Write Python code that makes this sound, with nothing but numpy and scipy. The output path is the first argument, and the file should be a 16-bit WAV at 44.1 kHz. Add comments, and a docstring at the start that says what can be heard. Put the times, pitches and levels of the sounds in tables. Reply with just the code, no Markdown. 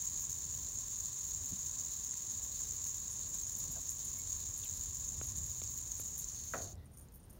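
"""Outdoors over concrete: a plastic fidget spinner coasts on a fingertip close to a phone's microphone.
Dry balls, as noisy contacts, rattle round the centre bearing and ring its steel race (filtered resonances).
Weight bearings in the three arms jingle and tick as the hand moves; fingers bump, scuff and tick the plastic.
A dull knock echoes nearby, a finger brakes the spinner, and it is turned slowly by hand.
Behind it lie a wash of far sounds and a faint low rumble, both of filtered noise."""
import sys
import numpy as np
from scipy import signal
from scipy.fft import rfft, irfft
from scipy.io import wavfile
from scipy.ndimage import uniform_filter1d, map_coordinates

SR = 44100
rng = np.random.default_rng(int(sys.argv[2]) if len(sys.argv) > 2 else 0)


def transcribe(signal):
    """Save signal, clipped to [-1, 1], as a 16-bit WAV file at the path in sys.argv[1]."""
    frames = np.atleast_2d(signal).T
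    limited = np.clip(frames, -1, 1)
    pcm = np.round(limited * 32767).astype(np.int16)
    wavfile.write(sys.argv[1], SR, pcm)


N = 325899
T = np.arange(N) / SR
FREQ = np.maximum(np.fft.rfftfreq(N * 2, 1 / SR), 1)


def amp(db):
    """Decibels to gain."""
    return 10 ** (np.asarray(db) / 20)


def unit(x):
    """Scale to rms 1."""
    return x / np.sqrt(np.mean(x ** 2))


def peak(x, db):
    """Scale to a peak level in dB."""
    return x * amp(db) / np.abs(x).max()


def curve(rows):
    """A (t/s, value) table joined by straight lines."""
    return np.interp(T, *np.transpose(rows))


def hump(s, half_s):
    """A smooth rise and fall that reaches 1 at time s."""
    return np.exp(-((T - s) / half_s) ** 2)


def spectrum(points):
    """(f/Hz, value) points joined on a log-frequency axis."""
    hz, value = np.transpose(points)
    return np.interp(np.log(FREQ), np.log(hz), value)


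def colour(x, db):
    """Causal minimum-phase filter with the given gain in dB at every frequency."""
    cepstrum = irfft(db * np.log(10) / 20)
    # fold the cepstrum onto positive times
    cepstrum[1:N] *= 2
    cepstrum[N + 1:] = 0
    response = np.exp(rfft(cepstrum))
    return irfft(rfft(x, 2 * N) * response)[:N]


def ring(x, hz, width):
    """One resonance, gain 1 at its centre."""
    return signal.lfilter(*signal.iirpeak(hz, hz / width, fs=SR), x)


def band(x, lo, hi):
    """Band-pass from lo to hi in Hz."""
    sos = signal.butter(3, [lo, min(hi, .45 * SR)], "band", fs=SR, output="sos")
    return signal.sosfilt(sos, x)


def walk(rate):
    """Smooth random drift of rms 1, with about rate new values a second."""
    size = int(SR / rate)
    steps = np.repeat(rng.standard_normal(N // size + 1), size)
    smooth = uniform_filter1d(uniform_filter1d(steps, size), size)
    return unit(smooth[:N])


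def add(out, s, sound):
    """Mix a sound in at time s."""
    start = int(s * SR)
    out[start:start + len(sound)] += sound[:N - start]


def decay(t, t60):
    """Exponential fall by 60 dB in t60 seconds."""
    return np.exp(-np.log(1000) * t / t60)


def impacts(rate, spread_db, size):
    """Random contacts, on average rate a second, whose strengths scatter by spread_db."""
    strike = rng.random(size) < rate / SR
    return strike * amp(spread_db * np.clip(rng.standard_normal(size), -3, 2.3))


def burst(t60):
    """The rough push of a brief contact: noise dying away."""
    t = T[:SR // 5]
    return rng.standard_normal(len(t)) * decay(t, t60)


def flicker(x, lo, hi, depth_db, rate):
    """Let one band waver in level on its own."""
    sos = signal.butter(2, [lo, min(hi, .45 * SR)], "band", fs=SR, output="sos")
    part = signal.sosfiltfilt(sos, x)  # in phase with x
    return x + part * (amp(depth_db * (walk(rate) - depth_db / 20)) - 1)


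def wander(x, share, rate):
    """Let the pitch drift up and down by an rms share, reading the sound early or late."""
    drift = walk(rate)
    shift = share * drift / np.std(np.diff(drift))
    return map_coordinates(x, [np.arange(N) + shift], order=5, mode="mirror")


# colour of the outdoor wash: (f/Hz, level/dB)
AIR_COLOUR = [(20, -29), (40, 4.5), (80, -0.5), (140, -3.5), (250, -11.5), (450, -18), (700, -22),
              (1200, -28), (2300, -34.5), (4400, -36.5), (5600, -35.5), (7800, -41.5), (9500, -38.5),
              (15800, -37.5)]
# swells of the low rumble: (crest t/s, rise level/dB, half length t/s)
RUMBLE_SWELLS = [(.52, 5, .15), (1.45, 4.5, .15), (4.248, 6, 0.28), (5.332, 12.5, 0.64), (6.68, 9.5, .24)]


def outdoors(air_db, rumble_db, waver_db):
    """Far off: a nearly steady wash, and a low resonant rumble that wavers and now and then swells."""
    air = unit(colour(rng.standard_normal(N), spectrum(AIR_COLOUR))) * amp(0.8 * walk(8))
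    rumble = unit(ring(ring(rng.standard_normal(N), 78.7, 52.5), 78.7, 52.5))
    swells_db = sum(db * hump(s, half_s) for s, db, half_s in RUMBLE_SWELLS)
    return amp(air_db) * air + rumble * amp(rumble_db + swells_db + waver_db * walk(12))


KNOCK_S, ECHO_LAG_S = 6.5372, 0.00099
# colour laid over the knock's modes and echo: (f/Hz, level/dB)
KNOCK_COLOUR = [(100, -6.5), (230, -2), (480, -1.5), (680, 0), (900, -5), (1100, -4.5), (1350, -1),
                (1900, -5), (2200, -15), (2500, -11), (2850, -23), (3500, -20), (6000, -44)]
# decay of the echo: (f/Hz, t60 t/s)
ECHO_DECAY = [(250, 0.72), (600, 0.65), (1400, 0.28), (3000, 0.21)]
# what the knocked thing rings with, before the colour: (f/Hz, level/dB, t60 t/s)
KNOCKED_MODES = [(234, -52, 0.33), (355, -52.5, .35), (410, -52, .3), (473, -48.5, .28), (535, -49, .2),
                 (639, -47, 0.33), (690, -51, .42), (765, -48.5, 0.27), (963, -47.5, 0.15),
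                 (1117, -48, .18), (1260, -46, .16), (1320, -40, .1), (1500, -53, 0.088), (1900, -45.5, .1),
                 (2470, -42, .04)]
# first contacts, a sharp crack and two dull rebounds: (t/s, peak level/dB, centre f/Hz, width f/Hz)
KNOCK_CONTACTS = [(6.5368, -29.5, 1540, 380), (6.5442, -33.5, 540, 260), (6.5548, -38, 617, 300)]


def knock(echo_db):
    """Nearby, a hard blow rebounds and rings a few modes; dense reflections follow, whose lows last longest."""
    t, echo, modes = T[:SR], 0, 0
    decay_hz, decay_s = np.transpose(ECHO_DECAY)
    edges = 100 * 2 ** np.arange(0, 6.5, .5)  # half octaves
    for lo, hi in zip(edges, edges[1:]):
        t60 = np.interp(np.sqrt(lo * hi), decay_hz, decay_s)
        echo = echo + band(rng.standard_normal(SR), lo, hi) * decay(t, t60)
    for hz, db, t60 in KNOCKED_MODES:
        modes = modes + amp(db) * np.sin(2 * np.pi * (hz * t + rng.random())) * decay(t, t60)
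    out = np.zeros(N)
    add(out, KNOCK_S, modes)
    # the earliest reflections are the strongest
    add(out, KNOCK_S + ECHO_LAG_S, amp(echo_db) * echo * (1 + .7 * np.exp(-t / .012)))
    out = colour(out, spectrum(KNOCK_COLOUR))
    tap = 1. * (t == 0)
    for s, db, hz, width in KNOCK_CONTACTS:
        add(out, s, peak(band(ring(tap, hz, width), hz / 2, 1.25 * hz), db))
    return out


# faint rounded blips, such as skin makes when it slips on plastic:
# (crest t/s, level/dB, pitch f/Hz, width f/Hz, half length t/s)
SKIN_BLIPS = [(3.761, -64, 1570, 40, 0.0081), (3.773, -57, 630, 170, 0.019), (4.185, -69, 2210, 35, .03),
              (6.82, -76.5, 1945, 40, .04)]


def blips():
    """Close by, narrow bands of noise swell and fade without a click."""
    out, t = np.zeros(N), T[:SR // 5]
    middle = t[-1] / 2
    for s, db, hz, width, half_s in SKIN_BLIPS:
        shape = np.exp(-((t - middle) / half_s) ** 2)
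        tone = ring(ring(rng.standard_normal(len(t)), hz, width), hz, 4 * width) * shape
        add(out, s - middle, unit(tone) * np.sqrt(np.mean(shape ** 2)) * amp(db))
    return out


def rub(hz, width, t60):
    """A brief contact: a burst of noise in one band."""
    half = np.exp(width / hz / 2)
    return band(burst(t60), hz / half, hz * half)


# soft bumps of the hand on the phone: (t/s, peak level/dB)
HAND_BUMPS = [(.284, -48), (1.515, -39.5), (3.686, -46)]
BUMP_HZ, BUMP_WIDTH_HZ, BUMP_T60_S = 160, 132, 0.089
# light scuffs of the fingers, and two short bright ticks of the weights (6.972, 7.304):
# (t/s, peak level/dB, centre f/Hz, width f/Hz, t60 t/s)
SCUFFS_AND_WEIGHT_TICKS = [(2.135, -50.5, 1900, 1400, .02), (4.635, -43, 3500, 1700, .07),
                           (4.645, -39.5, 12000, 2500, .04), (4.652, -48, 2700, 1000, .08),
                           (6.755, -52, 6200, 3500, .005), (6.775, -67, 3800, 700, .3),
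                           (6.972, -48, 9800, 5000, .004), (7.085, -55, 6940, 1000, .011),
                           (7.304, -47, 11000, 5000, .003)]
# dry ticks of plastic: (t/s, peak level/dB, brightness level/dB an octave, thud peak level/dB)
PLASTIC_TICKS = [(5.2132, -38.5, -6, -38), (5.6174, -41, 13, -43.5), (5.997, -46, 3, -45)]
# what the ticks ring with: (f/Hz, width f/Hz, level/dB before the brightness)
PLASTIC_MODES = [(1400, 300, 0), (2330, 330, -3), (3600, 650, -10)]
# the flesh behind the plastic answers with a small thud
THUD_HZ, THUD_WIDTH_HZ, THUD_LAG_S = 390, 320, .0008


def touches():
    """Close by, noise bursts for bumps, scuffs and two ticks of the weights; tapped modes for plastic ticks."""
    out = np.zeros(N)
    tap = 1. * (T[:SR // 20] == 0)
    for s, db in HAND_BUMPS:
        add(out, s, peak(rub(BUMP_HZ, BUMP_WIDTH_HZ, BUMP_T60_S), db))
    for s, db, hz, width, t60 in SCUFFS_AND_WEIGHT_TICKS:
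        add(out, s, peak(rub(hz, width, t60), db))
    thud = band(ring(tap, THUD_HZ, THUD_WIDTH_HZ), 150, 940)
    for s, db, tilt_db, thud_db in PLASTIC_TICKS:
        snap = 0
        for hz, width, mode_db in PLASTIC_MODES:
            snap = snap + amp(mode_db + tilt_db * np.log2(hz)) * ring(tap, hz, width)
        add(out, s, peak(band(snap, 700, 4100), db))
        add(out, s + THUD_LAG_S, peak(thud, thud_db))
    return out


# ring of the weight bearings, before a small random change: (f/Hz, width f/Hz, level/dB)
WEIGHT_MODES = [(5800, 150, -17), (6620, 400, -7), (9164, 70, 2.5), (9550, 460, -2), (11440, 290, -1.5),
                (12480, 90, -8), (12800, 150, -8), (14720, 160, -2.5)]


def weights(hits, upper_db):
    """The steel weights ring, a little differently each time; upper_db lifts the modes above 10 kHz."""
    out = 0
    for hz, width, db in WEIGHT_MODES:
        mode = unit(ring(ring(hits, hz, width), hz, 6 * width))
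        out = out + mode * amp(db + upper_db * (hz > 10000) + 1.4 * rng.standard_normal())
    return unit(out)


# the thumb closes on the cap, also heard in the centre bearing: (t/s, grip 0-1)
THUMB_GRIP = [(6.15, 0.1), (6.3, 0.6), (6.6, 0.9)]
# fast spin pins the balls in the weights; once it has slowed they shiver in fits, and barely under the thumb
LOOSE_S, LOOSEN_S = 3.3, .2
SHIVER_DB, SHIVER_REST_DB, SHIVER_FITS_DB, SHIVER_FITS_PER_S = -67, -78, 2.5, 20
# loose balls tumbling in the weights: (t/s, level/dB, length t/s, upper modes level/dB)
TUMBLES = [(3.113, -54, 0.028, -6), (3.523, -58, .012, -8), (3.585, -47.5, .012, 11),
           (3.714, -50, .015, 11), (3.894, -51.5, .022, 1), (4.046, -50.5, .023, -4),
           (4.183, -54, .015, 10), (4.571, -52, .025, -2), (4.75, -59, .02, -3), (5.369, -53, .015, 0),
           (5.975, -54, .02, -8), (5.997, -45.5, .01, 7), (6.04, -54, .012, 0), (6.177, -48, 0.038, 7),
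           (6.448, -59, .015, 8), (6.856, -65.5, 0.015, -8), (6.913, -69, .015, -10),
           (6.933, -66, .025, -10), (6.972, -59, .06, -4), (7.12, -66, 0.017, -2), (7.14, -60.5, .04, 8),
           (7.197, -68, .018, -14), (7.229, -66, .018, -14), (7.296, -62.5, 0.022, -3),
           (7.327, -66, 0.043, 1)]


def jingles():
    """In the arms, loose balls shiver against the weights and tumble in short flurries of impacts."""
    loose = (1 + np.tanh((T - LOOSE_S) / LOOSEN_S)) / 2
    grip_ends = [THUMB_GRIP[0][1], THUMB_GRIP[-1][1]]
    shiver_db = np.interp(curve(THUMB_GRIP), grip_ends, [SHIVER_DB, SHIVER_REST_DB])
    shiver_db = shiver_db + SHIVER_FITS_DB * walk(SHIVER_FITS_PER_S)
    shiver_hits = impacts(rate=280, spread_db=5.0, size=N) * rng.standard_normal(N)
    out = weights(shiver_hits, upper_db=3.0) * loose * amp(shiver_db)
    t = T[:SR // 5]
    for s, db, length, upper_db in TUMBLES:
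        hits = impacts(rate=1700, spread_db=0.5, size=len(t)) * rng.standard_normal(len(t))
        flurry = hits * np.exp(-(t / length) ** 2)
        # short flurries keep their level over their own length
        add(out, s, weights(flurry, upper_db) * amp(db) * np.sqrt(length / t[-1]))
    return out


# broad radiation of the plastic body: (f/Hz, level/dB)
BODY_COLOUR = [(200, -52.5), (700, -38.5), (1350, -39), (2400, -35.5), (3400, -32), (3650, -27.5),
               (4400, -27), (5000, -29), (5600, -22.5), (8300, -25.5), (8900, -32.5), (10600, -33.5),
               (13300, -32), (15800, -22.5)]
# resonances and dips of race and body: (f/Hz, width f/Hz, level/dB above the body,
# f/Hz under the thumb, level/dB under the thumb)
RACE_MODES = [(1053, 314, 14, 1100, 9), (1725, 410, 4.5, 1725, 5.5), (3850, 360, 3, 4440, 5.5),
              (6644, 762, 20, 6530, 19.5), (7274, 600, 16, 7210, 12.5), (8050, 540, -0.5, 7840, -6),
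              (9550, 400, 11, 9580, 12), (11700, 140, 3.5, 11650, 3), (14900, 1400, 5, 12000, 4)]


def radiate(force, gripped):
    """Body and race resonances, either free or loaded by the thumb, at rms 1."""
    modes_db = 0
    for free_hz, width, free_db, grip_hz, grip_db in RACE_MODES:
        hz, db = (grip_hz, grip_db) if gripped else (free_hz, free_db)
        modes_db = modes_db + db / (1 + (2 * (FREQ - hz) / width) ** 2)
    return unit(colour(force, spectrum(BODY_COLOUR) + modes_db))


# the hardest single ball contacts, all alike: (t/s)
BALL_CLICKS = [.3272, 1.056, 1.347, 1.712, 1.7964, 2.109, 2.6168, 2.7082, 2.893, 3.192, 3.3428, 3.551,
               5.0892, 5.515, 5.675, 5.9173, 6.2423, 6.2863]
CLICK_DB, CLICK_T60_S = -28, .005  # peak level, decay


def clicks():
    """Now and then one ball strikes the race much harder and skids briefly, ringing its main modes."""
    force, out = np.zeros(N), np.zeros(N)
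    for s in BALL_CLICKS:
        add(force, s, burst(CLICK_T60_S))
    strikes = band(radiate(force, False), 5600, 8500)
    for s in BALL_CLICKS:
        strike = strikes[int(s * SR):][:SR // 50]
        add(out, s + .0005, peak(strike, CLICK_DB))
    return out


# centre bearing while it coasts, before flares and brake: (t/s, rattle level/dB)
COAST = [(0, -40), (.6, -42), (1.8, -41), (2.8, -41.5), (3.1, -42), (4.7, -42), (6.1, -43.5), (6.42, -44.5),
         (6.6, -44.5)]
BRAKE_S, BRAKE_DB_PER_S = 6.63, 79  # the finger drags on the rim
STOP_S, STOP_FADE_S = 6.73, .008
CAGE_HZ, CAGE_DRAG = 8.24, .024  # turns a second of the ball cage at the start, share lost a second
# the rattle flares briefly, all alike: (t/s)
RATTLE_FLARES = [2.61, 2.869, 3.35, 3.635, 4.33, 5.3]
FLARE_DB, FLARE_S = 3, 0.017
RACE_WANDER, RACE_WANDER_PER_S = 0.0051, 30  # the race's pitch shifts with the load, as a share


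def bearing():
    """Balls chatter against the race; rough spots come round with every turn of the slowing cage."""
    turns = np.cumsum(CAGE_HZ * np.exp(-CAGE_DRAG * T)) / SR
    orders = np.arange(1, 13)
    rough_spots = unit(sum(np.cos(2 * np.pi * (k * turns + rng.random())) for k in orders))
    load = amp(1.64 * rough_spots + 0.36 * walk(35))
    # each contact is a tiny scrape, so each has its own colour
    hits = impacts(rate=2400, spread_db=3.1, size=N)
    contact = signal.lfilter([1], [1, -np.exp(-1 / (0.00011 * SR))], hits)
    force = unit((unit(contact) + 0.82) * rng.standard_normal(N) * load)
    # low down the balls roll evenly; the single contacts stand out higher up
    rolling = 1 / (1 + (FREQ / 2600) ** 2)
    chatter = rfft(force, 2 * N) * np.sqrt(1 - rolling)
    even_roll = rfft(rng.standard_normal(2 * N)) * np.sqrt(rolling)
    force = irfft(chatter + even_roll)[:N]
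    # the thumb loads the race, which then rings duller,
    # its main modes slightly lower and some lesser ones higher
    grip = np.clip(curve(THUMB_GRIP), 0, 1)
    rattle = (1 - grip) * radiate(force, False) + grip * radiate(force, True)
    # the resonances wander a little; the highest modes and those of the plastic flicker on their own
    rattle = wander(rattle, RACE_WANDER, RACE_WANDER_PER_S)
    rattle = flicker(rattle, 12500, 19000, depth_db=2.0, rate=70)
    rattle = flicker(rattle, 3520, 4770, depth_db=1.4, rate=25)
    # it coasts with a few flares, fades under the braking finger and stops
    flares_db = FLARE_DB * sum(hump(s, FLARE_S) for s in RATTLE_FLARES)
    brake_db = BRAKE_DB_PER_S * np.maximum(T - BRAKE_S, 0)
    stop = np.exp(-np.maximum(T - STOP_S, 0) / STOP_FADE_S)
    return rattle * amp(curve(COAST) + flares_db - brake_db) * stop


def scene():
    """Everything, from far to near, at one microphone."""
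    background = outdoors(air_db=-57, rumble_db=-61, waver_db=1.5) + knock(echo_db=-31.5)
    spinner = blips() + touches() + jingles() + clicks() + bearing()
    return (background + spinner)[None]


def record(dry):
    """The phone cuts the deepest bass and the top."""
    low_cut = signal.butter(4, 32, "high", fs=SR, output="sos")
    top_cut = signal.ellip(10, .2, 70, 15740, fs=SR, output="sos")
    return signal.sosfilt(top_cut, signal.sosfilt(low_cut, dry))


dry = scene()
out = record(dry)
transcribe(out)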